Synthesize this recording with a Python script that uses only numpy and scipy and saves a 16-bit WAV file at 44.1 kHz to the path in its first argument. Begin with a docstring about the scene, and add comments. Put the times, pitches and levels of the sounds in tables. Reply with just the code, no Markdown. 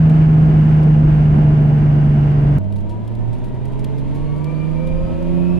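"""Exhaust boom of a six-cylinder sports car, heard inside: the firing rate excites cabin resonances.
First a cruise, with throbbing crank orders over road rumble, tyre roar and valve clatter.
Then a cut to a quieter seat by the driver: the car pulls away through a bend, the engine climbs in pitch,
gear meshes whine, a thin whistle rises and small bumps thud. Loose trim ticks in both scenes."""
import sys
import numpy as np
from scipy import signal
from scipy.fft import rfft, irfft, next_fast_len
from scipy.io import wavfile
from scipy.ndimage import uniform_filter1d, minimum_filter1d

SR = 44100
rng = np.random.default_rng(int(sys.argv[2]) if len(sys.argv) > 2 else 0)


def generate_wav(signal):
    """Clip the signal to [-1, 1] and save it as 16-bit WAV at the path in sys.argv[1]."""
    frames = np.transpose(np.atleast_2d(signal))
    scaled = np.clip(frames, -1, 1) * 32767
    pcm = np.round(scaled).astype(np.int16)
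    wavfile.write(sys.argv[1], SR, pcm)


N = 246519
TIME_S = np.arange(N) / SR
CUT_S = 2.585
MID_FIRING_HZ = 140.0
LEFT_RIGHT = np.array([[.5], [-.5]])  # splits a left-right difference

# Firing rate, sagging in the cruise, climbing in the pull-away: t/s, f/Hz
CRUISE_FIRING = [(0.0, 157.6), (0.88, 152.8), (2.56, 143.8)]
PULL_FIRING = [(2.6, 96.5), (2.8, 101.8), (3.3, 117.9), (3.6, 126.8), (4.2, 143.2), (4.8, 159.4),
               (5.4, 174.3), (5.6, 177.5)]
# Standing waves and nulls met by the boom (left, right) and its octave: f/Hz, width/Hz, gain/dB
LEFT_MODES = [(114.3, 14, -7), (121, 4.4, 6), (129, 7, -8.5), (157, 12, -17), (172.6, 3, 2.5)]
RIGHT_MODES = [(100.6, 4.5, 2.5), (107.7, 5, -6.5), (117.5, 3, 5), (120.8, 2, -4), (124.2, 3.5, -7),
               (156.5, 7, 3), (168.5, 3.7, -7), (174.5, 11, 7)]
OCTAVE_MODES = [(196, 20, 11.5), (246, 30, -7.5), (284.5, 22.5, 4.5), (348.2, 22, 12)]
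# Boom phase across the cabin: f/Hz, left lead/rad
BOOM_PHASE = [(97, 4.74), (103, 3.4), (108, 1.5), (114, 1.3), (118.5, 4), (125, 1.6), (133, 2.7),
              (145, 2.36), (152, 1.28), (160, 3.3), (170, 4.0)]
# Crank orders, firing = 3: order, level/dB
CRUISE_CRANK_ORDERS = [(1, -27.5), (1.5, -30.5), (2, -31), (2.5, -25.5), (3.5, -33.5), (4, -32),
                       (4.5, -36.5), (5, -36.5), (6, -33.5), (7, -47.5), (9, -45.5), (13, -46)]
# Crank orders: order, level/dB at low, middle, high revs
PULL_CRANK_ORDERS = [(1, -56, -44.5, -41), (2, -39, -40, -47.5), (2.5, -51, -43, -40.5),
                     (3.5, -54, -41, -35.5), (4.5, -51, -46, -30.5), (5, -38.5, -39.5, -49),
                     (6.5, -43, -41.5, -39.5), (7.5, -47, -43, -48.5), (9, -44, -43.5, -45.5),
                     (10.5, -57, -57.5, -40.5), (12, -51, -52, -42.5)]
# Gear meshes: tooth contacts per shaft turn
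MESH_TEETH = (10, 20, 24, 48)
# Same meshes: relative level/dB at MID_FIRING_HZ, slope/(dB/octave)
MESH_GAINS = [(-49, -0.5), (-56, -7), (-59.5, 1.5), (-66, 6)]
# Dashboard and tunnel resonances: f/Hz, width/Hz, gain/dB
GEAR_MODES = [(428, 43, 7.5), (531, 55, 17), (610, 35, 12), (950, 95, 11), (1160, 85, 10.5), (1280, 40, 7),
              (1768, 34, 12), (2358, 85, 17)]
# Quiet mesh and its dashboard resonance: contacts per turn, f/Hz, width/Hz, peak level/dB
DASH_MESH = (28, 953, 62, -46)
# Whistle: t/s, f/Hz, level/dB
WHISTLE_TRACK = [(2.6, 1542, -72), (3.6, 1850, -81.5), (4.15, 2130, -71), (4.3, 2168, -55.5),
                 (4.55, 2250, -64), (4.88, 2364, -46), (5.02, 2403, -59), (5.25, 2447, -57.5),
                 (5.6, 2620, -49.5)]
# Body rumble from the uneven road: t/s, relative level/dB
CRUISE_ROAD = [(0.03, -27), (0.35, -19), (0.58, -22), (0.75, -28), (1.05, -17), (1.35, -22), (1.75, -27),
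               (2.05, -24.5), (2.5, -23)]
PULL_ROAD = [(2.65, -44), (3.28, -36.5), (3.77, -35), (3.82, -36), (5.5, -35)]
# Cabin noise spectrum: f/Hz, relative density/dB, side-mid/dB
CRUISE_SPECTRUM = [(20.5, -49, -24.5), (46.5, -44, -19.5), (100, -45.5, -14), (228, -47, -22),
                   (389, -55.5, -7), (603, -64, -4.5), (700, -59, -1.5), (1126, -68.5, 5),
                   (1610, -72.5, -2), (2940, -83, 0.5), (3850, -92.5, 0), (6200, -99, 1),
                   (10100, -106, -2.5), (15000, -115, 3.5)]
PULL_SPECTRUM = [(19, -50.5, -4.5), (27.2, -41.5, -11.5), (40.2, -54, -2.5), (90, -49, 4.5),
                 (192, -48.5, 7), (365, -61.5, 0.5), (620, -65, -1.5), (870, -75, -7), (1370, -81.5, 1.5),
                 (2020, -85.5, -8), (2930, -87.5, -8), (5330, -101, 0.5), (10900, -106, 2),
                 (15000, -122, -2.5)]
# Panel resonances and cabin nulls: f/Hz, width/Hz, gain/dB
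CRUISE_PANEL_MODES = [(219.5, 6, 8), (272, 26, -5), (632, 38, 4), (1480, 92, 1), (2840, 300, 5),
                      (4800, 400, 4.5), (5900, 610, 2.5), (8100, 700, 1.5)]
PULL_PANEL_MODES = [(624.5, 43, 7.4), (933, 48, 13.8), (2385, 42, 4)]
# Road bumps; trim snaps and creaks: t/s, level/dB, left-right/dB, T60/s
BUMP_EVENTS = [(3.12, -32, 0, 0.31), (3.59, -48, 5, .3), (4.65, -32, -9, 0.25), (5.06, -23, -15.5, 0.26),
               (5.31, -31, 6, 0.38)]
TICK_EVENTS = [(0.096, -42, 2, 0.035), (0.8305, -44.5, 2.5, 0.041), (2.7227, -49.5, 6, 0.065),
               (2.758, -48.5, 5, 0.053), (2.8924, -51.5, 2, 0.19), (3.0757, -44, 7, 0.033),
               (3.1508, -48.5, 5, 0.033), (3.3293, -51, -3, 0.13), (3.4386, -52, 3, 0.13),
               (3.653, -46, 5, 0.036), (3.7916, -46.5, 5, 0.06), (3.843, -34, 5, 0.026),
               (3.9831, -47.5, 8, .035), (4.151, -51, 2, 0.17), (4.4425, -42.5, 8, 0.025),
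               (4.87, -47, 3, 0.059), (5.2246, -47.5, 4, .04)]
# Bump and tick spectra: f/Hz, relative level/dB
BUMP_SPECTRUM = [(15, -17), (35, -5.5), (100, 1.5), (280, -5), (450, -18), (850, -19), (1300, -38),
                 (4000, -75.5)]
TICK_SPECTRUM = [(800, -16.5), (2300, 4.5), (3800, 4.5), (6000, -5.5), (11000, -4), (13500, -13.5),
                 (15500, -22.5)]


def cruise_boom(firing_hz, start_db=-9, fade_db_per_s=1.37):
    """Exhaust firing on a cabin resonance, slowly easing."""
    level_db = start_db - fade_db_per_s * TIME_S
    return tone(phase_rad(firing_hz), level_db, waver_db=0.24, waver_hz=8, spread_rad=0.1)


def pull_boom(firing_hz, left_db=-23.5, right_db=-19, octave_db=-39.5):
    """Exhaust firing and its octave sweep through the cabin's standing waves."""
    firing_rad = phase_rad(firing_hz)
    lead_rad, = at_hz(BOOM_PHASE, firing_hz)
    level_db = left_db + modes_db(LEFT_MODES, firing_hz), right_db + modes_db(RIGHT_MODES, firing_hz)
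    boom = np.sqrt(2) * from_db(level_db) * np.sin([firing_rad + lead_rad, firing_rad])
    octave = tone(2 * firing_rad, octave_db + modes_db(OCTAVE_MODES, 2 * firing_hz),
                  waver_db=1.17, waver_hz=5, spread_rad=1.27)
    return boom + octave


def cruise_orders(crank_rad):
    """Crank harmonics; unequal cylinders add half orders that throb."""
    return sum(tone(order * crank_rad, db, waver_db=0.5, waver_hz=9, spread_rad=0.54)
               for order, db in CRUISE_CRANK_ORDERS)


def pull_orders(crank_rad, firing_hz):
    """Crank harmonics swell and fade as they sweep through cabin resonances."""
    anchors_hz = np.linspace(firing_hz.min(), firing_hz.max(), 3)
    return sum(tone(order * crank_rad, np.interp(firing_hz, anchors_hz, levels_db),
                    waver_db=0.5, waver_hz=5, spread_rad=1.53)
               for order, *levels_db in PULL_CRANK_ORDERS)


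def gear_whine(firing_hz, turns_per_firing=0.3214, shudder_at_s=4.6, shudder_width_s=0.11):
    """Meshes turn with the engine and sing as they cross resonances."""
    jolt = (TIME_S - shudder_at_s) / shudder_width_s
    shudder = 1 - 0.026 * jolt * np.exp(-jolt ** 2)  # shaft surges and falls back over a bump
    shaft_hz = turns_per_firing * firing_hz * shudder
    shaft_rad = phase_rad(shaft_hz)
    revs_oct = np.log2(firing_hz / MID_FIRING_HZ)
    meshes = 0
    for teeth, (db, db_per_oct) in zip(MESH_TEETH, MESH_GAINS):
        level_db = db + db_per_oct * revs_oct + modes_db(GEAR_MODES, teeth * shaft_hz)
        meshes += tone(teeth * shaft_rad, level_db,
                       waver_db=2.9, waver_hz=12, spread_rad=0.87, rough=0.17)
    teeth, centre_hz, width_hz, peak_db = DASH_MESH
    detuning = 2 * (teeth * shaft_hz - centre_hz) / width_hz
    dash_mesh = tone(teeth * shaft_rad, peak_db, waver_db=3.0, waver_hz=14, spread_rad=0.69)
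    return (from_db(-1.5) * meshes + dash_mesh / (1 + detuning ** 2)) * pan(left_db=7.6)


def whistle(octave_db=-73.5):
    """Rough rising whistle with a faint octave, probably the turbocharger."""
    pitch_hz, level_db = in_time(WHISTLE_TRACK)
    pitch_rad = phase_rad(pitch_hz)
    fundamental = tone(pitch_rad, level_db, waver_db=0.8, waver_hz=16, spread_rad=0.6, rough=0.55)
    octave = tone(2 * pitch_rad, octave_db, waver_db=3.5, waver_hz=5, spread_rad=0.6, rough=0.7)
    return (fundamental + octave) * pan(left_db=5.8)


def road_rumble(road, waver_db):
    """The uneven road shakes the body; mid and side."""
    level_db, = in_time(road)
    return rng.standard_normal((2, N)) * swell(level_db + waver_db * drift(1.7))


def tyre_roar(firing_hz, waver_db, db_per_oct=2.5):
    """Rolling noise, growing with the revs; mid and side."""
    level_db = db_per_oct * np.log2(firing_hz / MID_FIRING_HZ) + waver_db * drift(6.3)
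    return rng.standard_normal((2, N)) * swell(level_db)


def engine_clatter(firing_hz, pattern_share, throb, waver_db, db_per_oct=10.5, points=1500):
    """Valves and injectors repeat every two crank turns, mixed with fresh noise; mid and side."""
    firing_rad = phase_rad(firing_hz)
    position = firing_rad / (12 * np.pi) * points % points  # six firings per cycle
    cycles = rng.standard_normal((2, points))
    pattern = unit_rms(np.array([np.interp(position, np.arange(points), c) for c in cycles]))
    clatter = np.sqrt(pattern_share) * pattern + np.sqrt(1 - pattern_share) * rng.standard_normal((2, N))
    level_db = db_per_oct * np.log2(firing_hz / MID_FIRING_HZ) + waver_db * drift(4.7)
    return clatter * (1 + throb * np.cos(firing_rad)) * swell(level_db)


def cabin_noise(rumble, roar, clatter, spectrum, panels, rumble_hz, clatter_hz, gain_db):
    """Rumble, roar and clatter fill the low, middle and high bands, coloured by the cabin."""
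    size = next_fast_len(N)
    hz = np.arange(size // 2 + 1) * SR / size
    density_db, side_db = at_hz(spectrum, hz)
    side_gain = from_db(side_db)
    mid_side = np.array([np.ones_like(hz), side_gain]) / np.sqrt(1 + side_gain ** 2)
    colour = from_db(density_db + modes_db(panels, hz) + gain_db) * np.sqrt(SR / 2)
    colour /= np.sqrt(1 + (16 / (hz + 1)) ** 8)  # 16 Hz high-pass
    low = 1 / (1 + (hz / rumble_hz) ** 4)
    high = 1 - 1 / (1 + (hz / clatter_hz) ** 4)
    bands = (rumble, low), (roar, (1 - low) * (1 - high)), (clatter, high)
    mix = sum(rfft(source, size) * np.sqrt(share) for source, share in bands)
    mid, side = irfft(mix * colour * mid_side, size)[:, :N]
    return np.array([mid + side, mid - side])


def road_bumps():
    """Bumps shake the body: dull thuds."""
    return knocks(BUMP_EVENTS, BUMP_SPECTRUM, rise_s=0.015, grain_db=4.0, side_gain=0.61, size=24000)


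def loose_trim(stirs=26, end_s=4.4, top_db=-52.5, range_db=9, t60_s=0.07):
    """Trim ticks; smaller bits stir at random through the bend."""
    rattle = [(CUT_S + (end_s - CUT_S) * when, top_db - range_db * softness, 8 * (side - 0.3), t60_s)
              for when, softness, side in rng.random((stirs, 3))]
    events = [*TICK_EVENTS, *rattle]
    return knocks(events, TICK_SPECTRUM, rise_s=0.00091, grain_db=1.5, side_gain=0.22, size=6000)


def knocks(events, spectrum, rise_s, grain_db, side_gain, size):
    """Dying clusters of tiny contacts, coloured by what they shake."""
    out = np.zeros((2, N + size))
    age_s = np.arange(size) / SR
    colour_db, = at_hz(spectrum, np.arange(size // 2 + 1) * SR / size)
    for onset_s, db, left_db, t60_s in events:
        grains = from_db(grain_db * rng.standard_normal(size // 40).repeat(40))
        mid, side = rng.standard_normal((2, size)) * grains
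        contacts = np.array([mid + side_gain * side, mid - side_gain * side])
        burst = unit_rms(irfft(rfft(contacts) * from_db(colour_db)))
        envelope = from_db(db - 60 * age_s / t60_s) * (1 - np.exp(-age_s / rise_s))
        start = round(onset_s * SR)
        out[:, start:start + size] += burst * envelope * pan(left_db)
    return out[:, :N]


def tone(rad, db, waver_db, waver_hz, spread_rad, rough=0):
    """Wavering partial, phase-shifted between the sides; rough jitters phase and level."""
    lead_rad = spread_rad * (rng.choice([-1, 1]) + drift(5.4) / 2)
    level = from_db(db + waver_db * drift(waver_hz))
    if rough:
        rad = rad + rough * drift(23)
        level = level * (1 + rough * drift(50) / 2)
    return np.sqrt(2) * level * np.sin(rad + rng.uniform(0, 2 * np.pi) + lead_rad * LEFT_RIGHT)


def drift(corner_hz, hop=40, settle=2000):
    """Slow low-passed noise, unit RMS."""
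    pole = np.exp(-2 * np.pi * corner_hz * hop / SR)
    noise = rng.standard_normal(N // hop + settle + 2)
    slow = signal.lfilter([1], [1, -2 * pole, pole * pole], noise)[settle:]
    return np.interp(np.arange(N) / hop, np.arange(len(slow)), unit_rms(slow))


def modes_db(modes, hz):
    """Summed gain of resonance peaks and nulls."""
    return sum(db / (1 + (2 * (hz - centre_hz) / width_hz) ** 2) for centre_hz, width_hz, db in modes)


def in_time(rows):
    """Table columns at every sample."""
    times_s, *columns = np.transpose(rows)
    return [np.interp(TIME_S, times_s, column) for column in columns]


def at_hz(rows, hz):
    """Table columns interpolated over log frequency."""
    points_hz, *columns = np.transpose(rows)
    return [np.interp(np.log(hz + 1), np.log(points_hz), column) for column in columns]


def phase_rad(hz):
    return 2 * np.pi * np.cumsum(hz) / SR


def from_db(db):
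    return 10 ** (np.asarray(db) / 20)


def swell(db):
    return from_db(db - db.mean())


def pan(left_db):
    return from_db(left_db * LEFT_RIGHT)


def unit_rms(x):
    return x / np.sqrt(np.mean(x ** 2) + 1e-20)


def cruising():
    """Revs sag slowly; boom over cabin noise."""
    firing_hz, = in_time(CRUISE_FIRING)
    engine = cruise_boom(firing_hz) + cruise_orders(phase_rad(firing_hz) / 3)
    rumble = road_rumble(CRUISE_ROAD, waver_db=0)
    roar = tyre_roar(firing_hz, waver_db=1.6)
    clatter = engine_clatter(firing_hz, pattern_share=0.3, throb=0.09, waver_db=0.46)
    noise = cabin_noise(rumble, roar, clatter, CRUISE_SPECTRUM, CRUISE_PANEL_MODES,
                        rumble_hz=100, clatter_hz=1020, gain_db=0.6)
    return (engine + noise) * pan(left_db=-0.85)


def pulling_away():
    """Revs climb; gear whine and whistle join."""
    firing_hz, = in_time(PULL_FIRING)
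    engine = pull_boom(firing_hz) + pull_orders(phase_rad(firing_hz) / 3, firing_hz)
    rumble = road_rumble(PULL_ROAD, waver_db=3.6)
    roar = tyre_roar(firing_hz, waver_db=0.6)
    clatter = engine_clatter(firing_hz, pattern_share=0.14, throb=0.052, waver_db=0.5)
    noise = cabin_noise(rumble, roar, clatter, PULL_SPECTRUM, PULL_PANEL_MODES,
                        rumble_hz=86.5, clatter_hz=1070, gain_db=-3.0)
    return engine + gear_whine(firing_hz) + whistle() + noise


def scene(crossfade_s=0.001, click_db=-24.0):
    """Two stretches of driving, joined by an abrupt cut with a faint click."""
    after_cut = np.clip((TIME_S - CUT_S) / crossfade_s + 0.5, 0, 1)
    drive = (1 - after_cut) * cruising() + after_cut * pulling_away()
    click = from_db(click_db) * (np.arange(N) == round(CUT_S * SR))
    return drive + road_bumps() + loose_trim() + click


def record(dry, ceiling_db=-2.6, window_samples=600, fade_s=0.004, cutoff_hz=15700):
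    """Fast limiter on the boom's peaks, end fades, steep low-pass."""
    allowed = np.minimum(1, from_db(ceiling_db) / (np.abs(dry).max(axis=0) + 1e-9))
    gain = uniform_filter1d(minimum_filter1d(allowed, window_samples), window_samples)
    fades = np.minimum(np.minimum(TIME_S, TIME_S[::-1]) / fade_s, 1)
    lowpass = signal.ellip(10, 0.1, 80, cutoff_hz, fs=SR, output="sos")
    return signal.sosfilt(lowpass, dry * gain * fades)


dry = scene()
out = record(dry)
generate_wav(out)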